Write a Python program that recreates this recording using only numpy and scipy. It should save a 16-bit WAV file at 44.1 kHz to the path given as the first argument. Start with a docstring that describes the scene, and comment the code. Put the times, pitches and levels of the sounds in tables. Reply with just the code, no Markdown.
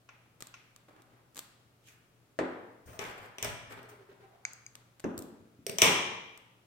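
"""Taping a lamp holder

Insulating tape is wound round a lamp holder over a table in a bare, ringing room. The glue
lets go in snaps and the roll knocks on the table. Scissors are picked up and snip the tape,
the roll drops, and the scissors clatter down. A mains hum lies under it all.
Each hit is a click with a fading ring; each rub is a swell of filtered noise."""
import sys
import numpy as np
from scipy import signal
from scipy.fft import rfft, irfft
from scipy.io import wavfile

SR = 44100
rng = np.random.default_rng(int(sys.argv[2]) if len(sys.argv) > 2 else 0)


def file_out(sig):
    """Save sig as 16-bit WAV at sys.argv[1]."""
    # one column per channel
    cols = np.atleast_2d(sig).T
    # limit, then scale
    lim = np.clip(cols, -1, 1)
    pcm = np.round(lim * 32767).astype(np.int16)
    wavfile.write(sys.argv[1], SR, pcm)


N = 293706
TIME = np.arange(N) / SR
HIT_SAMPLES = 24576

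# glue letting go; more tilt sounds brighter: t/s, level/dB, tilt/dB per octave
SNAP_HITS = [(.4235, -43, 0.5), (.4705, -52, 1.5), (.7623, -55.5, 0), (1.0207, -64, 3), (1.347, -60.5, 5),
             (1.3684, -47.5, 3), (1.377, -47, -1), (1.3915, -40, 2.5), (4.7537, -49.5, -.5),
             (4.9975, -55.5, 0), (5.002, -55, 0), (5.1785, -42.5, 6), (5.1905, -44.5, 7.5),
             (5.2225, -52, 4), (6.376, -56, 3)]
# stretches of peeling: t/s, length/s, crackle level/dB
PEEL_SPANS = [(0.403, .013, -55), (1.357, .05, -57)]
# the tape's tone colour: f/Hz, level/dB
TAPE_COLOUR = [(100, -2.5), (400, 2), (850, -3.5), (1200, 0), (2300, -3.5), (3200, -2), (3900, -2.5),
               (5300, -4.5), (7800, 0.5), (10000, -10.5), (13000, -5), (16000, -15.5)]
# its ringing notes; decay is the time to fade by 60 dB: f/Hz, level/dB, decay/s
TAPE_NOTES = [(1210, 5, 0.044), (3720, -8, 0.06), (4150, 2, 0.035), (7300, -27, 0.045), (8250, 6, 0.035)]

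def tape():
    """Glue lets go in single snaps, or in a fine crackle of tiny ones at uneven moments."""
    snaps = hits(SNAP_HITS, TAPE_COLOUR, TAPE_NOTES, room_db=-1.5, ring_db=-10.5,
                 chatter_s=.0017, chatter_db=1.5, left_db=1, lead_s=.00004)
    tiny_snaps = []
    for start, length, db in PEEL_SPANS:
        count = max(int(length * 170), 1)  # about 170 a second
        for k, (late, force) in enumerate(rng.standard_normal((count, 2))):
            tiny_snaps.append((start + length * (k + .5 + .19 * late) / count, db + 3 * force, 0))
    return snaps + hits(tiny_snaps, TAPE_COLOUR, TAPE_NOTES, room_db=-11, ring_db=-14,
                        chatter_s=.0043, chatter_db=5, left_db=2)


# plastic ticks: t/s, level/dB, tilt/dB per octave
PLASTIC_HITS = [(.0898, -53.5, -3), (.5408, -51, 1), (5.0415, -54, 6.5)]
# the plastic's tone colour: f/Hz, level/dB
PLASTIC_COLOUR = [(100, -39.5), (700, -6.5), (1400, -2), (1800, -1.5), (2500, 6), (3200, -3.5), (4500, -11),
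                  (6100, 0), (7500, -15), (16000, -37)]
# its ringing notes: f/Hz, level/dB, decay/s
PLASTIC_NOTES = [(1093, 12, 0.051), (1400, 12, 0.082), (1980, -17, 0.07), (2690, 8.5, 0.04),
                 (6060, -1, 0.016)]

def plastic_ticks():
    """The hard plastic of the lamp holder and the roll's rim ticks when bumped."""
    return hits(PLASTIC_HITS, PLASTIC_COLOUR, PLASTIC_NOTES, room_db=4, ring_db=-1.5,
                chatter_s=.0052, chatter_db=24, left_db=2)


# the roll landing: t/s, level/dB, tilt/dB per octave, pitch ratio
ROLL_LANDINGS = [(2.389, -26.5, 2, 1.12), (5.0413, -29.5, -1, 0.96)]
# the roll rocking: t/s, level/dB
ROLL_ROCKS = [(5.186, -42), (5.267, -57.5), (5.398, -57.5), (5.590, -56)]
# its tone colour at pitch ratio 1: f/Hz, level/dB
ROLL_COLOUR = [(50, -20), (90, -7.5), (135, -10.5), (200, -6), (290, 4), (420, 2.5), (560, -4.5),
               (760, -11), (1000, -14), (1700, -16), (2500, -27), (4500, -40), (7000, -39.5),
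               (10000, -59.5), (16000, -65)]
# its ringing notes at pitch ratio 1: f/Hz, level/dB, decay/s
ROLL_NOTES = [(231.8, -0.5, .7), (284.5, -2.5, 0.4), (324.6, -4, 0.29)]

def roll_knocks():
    """The roll lands on one edge, flops onto the other and rocks to rest; softer knocks are duller."""
    def knock(events, pitch):
        colour = [(hz * pitch, db) for hz, db in ROLL_COLOUR]
        notes = [(hz * pitch, db, decay) for hz, db, decay in ROLL_NOTES]
        return hits(events, colour, notes, room_db=3.5, ring_db=-8,
                    chatter_s=.012, chatter_db=7, left_db=1.5, table_db=-11)
    flop_s, flop_db, firm_db = .022, -7, -32.5
    dulling = .57  # tilt lost for each dB softer
    out = knock([(start, db, dulling * (db - firm_db)) for start, db in ROLL_ROCKS], pitch=.99)
    for start, db, tilt, pitch in ROLL_LANDINGS:
        flop = (start + flop_s, db + flop_db, tilt + dulling * flop_db)
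        out += knock([(start, db, tilt), flop], pitch)
    return out


# scissors hitting the table: t/s, level/dB, tilt/dB per octave
SCISSOR_HITS = [(2.9917, -38, -2.5), (3.040, -48.5, 0.5), (3.3838, -42.5, -1), (3.4267, -32.5, 3),
                (5.7849, -27.5, 2), (5.8188, -13, 1), (5.8295, -27.5, -3.5), (5.857, -24.5, -3)]
# their tone colour: f/Hz, level/dB
SCISSOR_COLOUR = [(50, -26.5), (105, -6), (170, -7), (260, -5), (400, 4.5), (700, -5.5), (1080, 0),
                  (1500, -9), (2100, 1.5), (3200, 2.5), (4500, -13), (5900, 3.5), (7100, -5), (8600, -4),
                  (10200, -17.5), (13000, -10), (16000, -18.5)]
# tips touching down while the handles are held: t/s, level/dB, tilt/dB per octave
TIP_HITS = [(3.4462, -37.5, 1), (3.830, -61.5, 4), (5.6656, -34, -0.5), (5.6956, -35.5, -3),
            (5.716, -51, 5.5)]
# their tone colour: f/Hz, level/dB
TIP_COLOUR = [(50, -22), (105, -3), (200, 1), (310, -7.5), (410, 12), (650, -1), (850, -15.5),
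              (1300, -12.5), (2300, -1.5), (4100, -7.5), (5900, 5.5), (7000, -9.5), (8500, 7), (10200, -12),
              (12500, -0.5), (16000, -10)]
# the steel's ringing notes: f/Hz, level/dB, decay/s
STEEL_NOTES = [(1740, -2.5, 0.56), (2220, 5.5, 0.26), (2225, -8, 1), (2376, 5.5, 1), (2460, -5.5, 0.15),
               (2480, -3.5, 0.48), (2960, -6.5, .55), (2990, 0.5, 0.61), (3290, -1.5, 0.27),
               (3260, -11, .5), (3680, -0.5, 0.41), (4660, 3.5, .35), (5500, -9, 0.13), (5770, 6, 0.15),
               (7640, -4, .35), (9400, -6.5, 0.4), (12300, -3, .2)]

def scissor_clatter():
    """The scissors meet the table, and both the steel and the table top ring."""
    clatter = hits(SCISSOR_HITS, SCISSOR_COLOUR, STEEL_NOTES, room_db=6, ring_db=-6,
                   chatter_s=.0027, chatter_db=4.5, left_db=2, lead_s=.0004, table_db=-9.5)
    tips = hits(TIP_HITS, TIP_COLOUR, STEEL_NOTES, room_db=3, ring_db=-10.5,
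                chatter_s=.0026, chatter_db=18.5, left_db=.5, table_db=-5.5)
    return clatter + tips


# blade clicks: t/s, level/dB, tilt/dB per octave
BLADE_HITS = [(4.4514, -34.5, -2.5), (4.5332, -49, 18), (4.6644, -48.5, 7)]
# the blades' tone colour: f/Hz, level/dB
BLADE_COLOUR = [(200, -30), (700, -24.5), (1500, -10), (1900, -11.5), (2250, -4), (3000, -17.5),
                (3700, -19), (5000, -6), (5600, -12), (6450, 8.5), (7200, -11), (8000, -8), (10000, -29),
                (16000, -39)]
# their ringing notes: f/Hz, level/dB, decay/s
BLADE_NOTES = [(2300, 23, 0.011), (4850, 2, 0.06), (6600, -15, 0.015), (7400, 4, .02)]

def scissor_snips():
    """The blades click against each other and ring very briefly."""
    return hits(BLADE_HITS, BLADE_COLOUR, BLADE_NOTES, room_db=-1.5, ring_db=-2,
                chatter_s=.00095, chatter_db=10, left_db=2, lead_s=.00014)


# a hand leaning on the table: t/s, length/s, relative level/dB
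LEAN_SPANS = [(2.855, 0.035, -51.5), (3.19, 0.019, -58.5), (3.415, 0.077, -47), (3.66, 0.026, -58)]
# its deep rumble: f/Hz, level/dB
RUMBLE_COLOUR = [(25, -39), (45, -7), (70, -1), (110, 2), (150, -6), (300, -19), (1000, -58)]
# scissors being pushed: t/s, length/s, relative level/dB
PUSH_SPANS = [(2.855, 0.079, -58), (2.99, 0.108, -43.5), (3.17, 0.086, -52), (3.422, 0.033, -36),
              (3.695, 0.032, -47), (3.885, 0.016, -54)]
# their scrape: f/Hz, level/dB
SCRAPE_COLOUR = [(200, 6), (450, 16.5), (1000, 10), (1600, 13), (2500, 7.5), (4000, -4.5), (5000, -2),
                 (6000, -10), (7200, -1.5), (8800, -4.5), (10500, -9.5), (14000, -5), (16000, -16)]
# blades gliding on their tips: t/s, length/s, relative level/dB
GLIDE_SPANS = [(2.855, 0.113, -58), (3.885, 0.017, -53.5)]
# their thin, bright hiss: f/Hz, level/dB
GLIDE_COLOUR = [(2000, -22), (4500, -9), (6000, 1), (7500, -7), (8200, -5), (8900, 6), (9700, -10),
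                (10800, -18), (12200, -4), (13800, -10), (14800, 1), (16000, 0)]

def scissor_drag():
    """The table rumbles under a hand while the scissors stick, slip and glide over it."""
    rumble = room_boom(noise(RUMBLE_COLOUR) * swells(LEAN_SPANS, rise_s=.014, fall_s=.036), db=-22.5)
    scrape = noise(SCRAPE_COLOUR) * swells(PUSH_SPANS, rise_s=.01, fall_s=.023)
    scrape *= flicker(rate_hz=170, depth_db=5)
    glide = noise(GLIDE_COLOUR) * swells(GLIDE_SPANS, rise_s=.0072, fall_s=.01)
    return pan(rumble + scrape + glide, left_db=3)


# fingers changing their hold: t/s, length/s, relative level/dB
FINGER_SPANS = [(.88, 0.011, -52.5), (.958, 0.036, -58.5), (1.1, 0.09, -65.5)]
# their dull rustle: f/Hz, level/dB
RUSTLE_COLOUR = [(100, -18), (300, 5), (700, -1.5), (1300, -4), (2500, -10.5), (5000, -23), (16000, -32)]

def finger_rustle():
    """Skin sticks and slips on the side of the roll."""
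    pressure = swells(FINGER_SPANS, rise_s=.0063, fall_s=.025)
    return noise(RUSTLE_COLOUR) * pressure * flicker(rate_hz=200, depth_db=3.5)


# runs of short rubs: start t/s, end t/s, first period/s, f/Hz, relative level/dB
GROAN_RUNS = [(2.866, 2.9, 0.11, 476, -57), (2.918, 3.0, 0.21, 638, -54.5),
              (3.708, 4.23, .056, 410.4, -52.5), (4.222, 4.42, 0.089, 778, -61)]

def table_groans():
    """Each rub on the table sounds one rough note over a weak scratch; a run slows and fades."""
    out = np.zeros((2, N))
    width_ratio, scratch_db, fade_db_per_s, slowing = 1.14, -29.5, 11.5, 1.143
    for start, end, period, pitch_hz, db in GROAN_RUNS:
        now = start
        while now < end:
            bend_octaves, force_db = rng.normal(0, [.057, 1.8])
            hz = pitch_hz * 2 ** bend_octaves
            colour = [(hz / 4, scratch_db), (hz / width_ratio, -18), (hz, 0),
                      (hz * width_ratio, -18), (2500, scratch_db), (9000, -50)]
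            size = int(.61 * period * SR)  # the rest of the period is silent
            rub = tint(stereo_noise(HIT_SAMPLES), colour)[:, :size] * signal.windows.tukey(size, .6)
            level = gain(db + force_db - fade_db_per_s * (now - start))
            add(out, now, level * unit_energy(rub) * np.sqrt(size))
            now += period
            period *= slowing
    return out


def finger_stroke():
    """Skin slides on tape with a hiss; the hollow under the finger sinks in pitch."""
    peak_s, spread_s = 1.897, .045
    centre_hz, width_octaves, octaves_per_s = 2020, .69, 14
    hz, t, spectrum = signal.stft(stereo_noise(N), SR, nperseg=256)
    sunk = np.clip(octaves_per_s * (t - peak_s), -.5, .5)
    octaves_away = np.log2((hz[:, None] + 1) / centre_hz) + sunk
    _, band = signal.istft(spectrum * np.exp(-(octaves_away / width_octaves) ** 2), SR)
    hollow = unit_energy(band[:, :N]) * np.sqrt(N)
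    hiss = noise([(1000, -7), (4500, -4), (6500, 3), (10000, -6), (13000, -2), (16000, -9.5)])
    pressure = gain(-60.5) * np.exp(-((TIME - peak_s) / spread_s) ** 2)
    return (hollow + gain(1.5) * hiss) * flicker(rate_hz=500, depth_db=3) * pressure


# the table top's ringing notes: f/Hz, level/dB, decay/s
TABLE_NOTES = [(105.8, 6.5, 0.17), (389, 2.5, 0.59), (409, 7.5, 0.29), (438.4, -1.5, 0.75), (472, -1, 0.49),
               (661.4, 17.5, 0.19), (982, 6.5, 0.84)]

def hits(events, colour, notes, room_db, ring_db, chatter_s, chatter_db, left_db,
         lead_s=0, table_db=-np.inf):
    """Each hit is a click, a brief noisy chatter and a ring. Returns (direct, sent to the room)."""
    direct, to_room = np.zeros((2, 2, N))
    t = np.arange(HIT_SAMPLES) / SR
    pulse = np.sinc((t - np.array([[0], [lead_s]])) * SR)  # reaches the left lead_s earlier
    rings = [ring(notes), ring(TABLE_NOTES)]
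    for start, db, tilt in events:
        burst = stereo_noise(HIT_SAMPLES) * np.exp(-t / chatter_s)
        parts = tint(np.array([pulse, burst, *rings]), colour, tilt)
        click, chatter, tone, table = map(unit_energy, parts)
        contact = unit_energy(click + gain(chatter_db) * chatter)
        hit = contact + gain(ring_db) * tone + gain(table_db) * table
        level = gain(db) * np.sqrt(SR / 100)  # as if spread over 10 ms
        add(direct, start, level * pan(hit, left_db))
        add(to_room, start, level * gain(room_db) * click)
    return np.array([direct, to_room])


# how long the echo lasts: f/Hz, decay/s
ECHO_DECAY = [(100, 0.87), (260, 0.86), (700, 0.89), (1900, 0.92), (3000, 0.88), (5000, 0.74), (8000, 0.52),
              (13000, 0.37)]
# its tone colour: f/Hz, level/dB
ECHO_COLOUR = [(60, -12), (110, -5), (137, -5.5), (170, 1.5), (400, -6), (900, 3), (2500, -3), (4000, -2),
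               (6200, -9.5), (9000, -7), (16000, -9.5)]

def room_echo(sound):
    """Bare walls return a few quick echoes, then a dense tail whose treble dies first."""
    size = 65536
    t = np.arange(size) / SR
    spectrum, tail = rfft(stereo_noise(size)), np.zeros((2, size))
    for band_hz, decay in ECHO_DECAY:
        band = curve([(hz, hz == band_hz) for hz, _ in ECHO_DECAY], size)
        fade_rate = np.log(1000) / decay
        tail += irfft(spectrum * band) * np.exp(-fade_rate * t) * np.sqrt(2 * fade_rate / SR)
    tail *= 1 - np.exp(-(t / .0067) ** 2)  # the tail takes a moment to build
    for delay_s, db in [(.008, -19.5), (.0115, -41), (.0195, -31)]:
        for channel in tail:
            channel[int((delay_s + rng.uniform(0, .0005)) * SR)] += gain(db)
    echo = signal.fftconvolve(sound[:1], tint(tail, ECHO_COLOUR), axes=1)
    return pan(echo[:, :N], left_db=1.26)


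# the room's own deep note: f/Hz, level/dB, decay/s
ROOM_NOTE = [(122, 0, 0.69)]

def room_boom(sound, db):
    """Deep sounds set a standing wave going between the walls, which adds to them."""
    return sound + gain(db) * signal.fftconvolve(sound, ring(ROOM_NOTE), axes=1)[:, :N]


# still room air: f/Hz, level/dB
AIR_COLOUR = [(15, -62.5), (25, -12.5), (48, -19.5), (123, -5.5), (145, -9.5), (175, -9.5), (223, -12.5),
              (293, -12.5), (503, -15), (1020, -21.5), (1330, -19), (1520, -24), (2480, -25), (4370, -30),
              (16000, -35)]

def air_and_hum():
    """A faint rush of room air, and a mains hum that wavers a little."""
    hum_hz = 119
    hum = gain(-71.5) * np.sqrt(2) * np.sin(2 * np.pi * hum_hz * TIME)
    hum *= flicker(rate_hz=2.9, depth_db=3)
    return pan(gain(-67.5) * noise(AIR_COLOUR) + hum, left_db=1.5)


# stereo width: f/Hz, level/dB of the side against the middle
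STEREO_WIDTH = [(50, -16), (125, -6), (250, -10.5), (500, -7), (1000, 0.5), (2000, -0.5), (16000, 0.5)]

def stereo_noise(size):
    """Noise from all around: left and right are alike in the bass, unrelated in the treble."""
    mid, side = rfft(rng.standard_normal((2, size)))
    width = gain(curve(STEREO_WIDTH, size))
    return irfft(np.array([mid + width * side, mid - width * side]) / np.sqrt(1 + width ** 2), size)


def noise(colour):
    """Steady noise with a tone colour and an average power of one."""
    return unit_energy(tint(stereo_noise(N), colour)) * np.sqrt(N)


def ring(notes):
    """Fading sine waves; the high ones reach left and right out of step."""
    t = np.arange(HIT_SAMPLES) / SR
    lags = rng.uniform(-2e-4, 2e-4, (len(notes), 2, 1))
    return unit_energy(sum(gain(db - 60 * t / decay) * np.sin(2 * np.pi * hz * (t + lag))
                           for (hz, db, decay), lag in zip(notes, lags)))


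def swells(spans, rise_s, fall_s):
    """A volume curve: each move rises, holds until its length is up and dies away."""
    return sum(gain(db) * np.clip((TIME - start) / rise_s, 0, 1)
               * np.exp(-np.maximum(TIME - start - length, 0) / fall_s) for start, length, db in spans)


def flicker(rate_hz, depth_db):
    """A volume that wanders at random, with an average power of one."""
    steps = np.arange(0, N / SR + 1, 1 / rate_hz)
    wander = np.interp(TIME, steps, rng.standard_normal(len(steps)))
    return unit_energy(gain(depth_db * wander)) * np.sqrt(N)


def tint(sound, colour, tilt=0):
    """Filter a sound to a tone colour, tilted about 1 kHz by so many dB per octave."""
    length = sound.shape[-1]
    size = length + length % 2
    octaves = np.log2(np.maximum(np.fft.rfftfreq(size, 1 / SR), 150) / 1000)
    cepstrum = irfft(np.log(gain(curve(colour, size) + tilt * octaves)))
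    # fold it forward in time, so nothing rings before it is struck
    cepstrum[1:size // 2] *= 2
    cepstrum[size // 2 + 1:] = 0
    return irfft(rfft(sound, size) * np.exp(rfft(cepstrum)))[..., :length]


def curve(points, size):
    """Join (frequency, value) points into a curve across the spectrum."""
    hz, value = np.transpose(points)
    return np.interp(np.log(np.fft.rfftfreq(size, 1 / SR) + 1), np.log(hz), value)


def gain(db):
    """Turn decibels into a multiplier."""
    return 10 ** (np.asarray(db) / 20)


def unit_energy(sound):
    """Scale to an average energy of one per channel."""
    return sound / np.sqrt(np.mean(np.sum(sound ** 2, axis=-1)))


def pan(sound, left_db):
    """Lean a sound to the left."""
    return sound * gain(np.array([[left_db], [-left_db]]) / 2)


def add(track, start_s, sound):
    """Mix a sound in at a given time."""
    start = int(start_s * SR)
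    track[:, start:start + sound.shape[-1]] += sound[:, :N - start]


def scene():
    """The hits and rubs, their echo in the room, and the background."""
    direct, to_room = tape() + plastic_ticks() + roll_knocks() + scissor_clatter() + scissor_snips()
    rubbing = scissor_drag() + finger_rustle() + table_groans() + finger_stroke()
    echo = room_boom(room_echo(to_room + gain(-1.5) * rubbing), db=-35.5)
    return direct + gain(-3) * rubbing + echo + air_and_hum()


def record(dry):
    """Round off the loudest peaks and cut the highest treble."""
    ceiling, top_hz = .75, 16000
    rounded = ceiling * np.tanh(dry / ceiling)
    return signal.sosfilt(signal.ellip(10, .2, 80, top_hz, fs=SR, output="sos"), rounded)


dry = scene()
out = record(dry)
file_out(out)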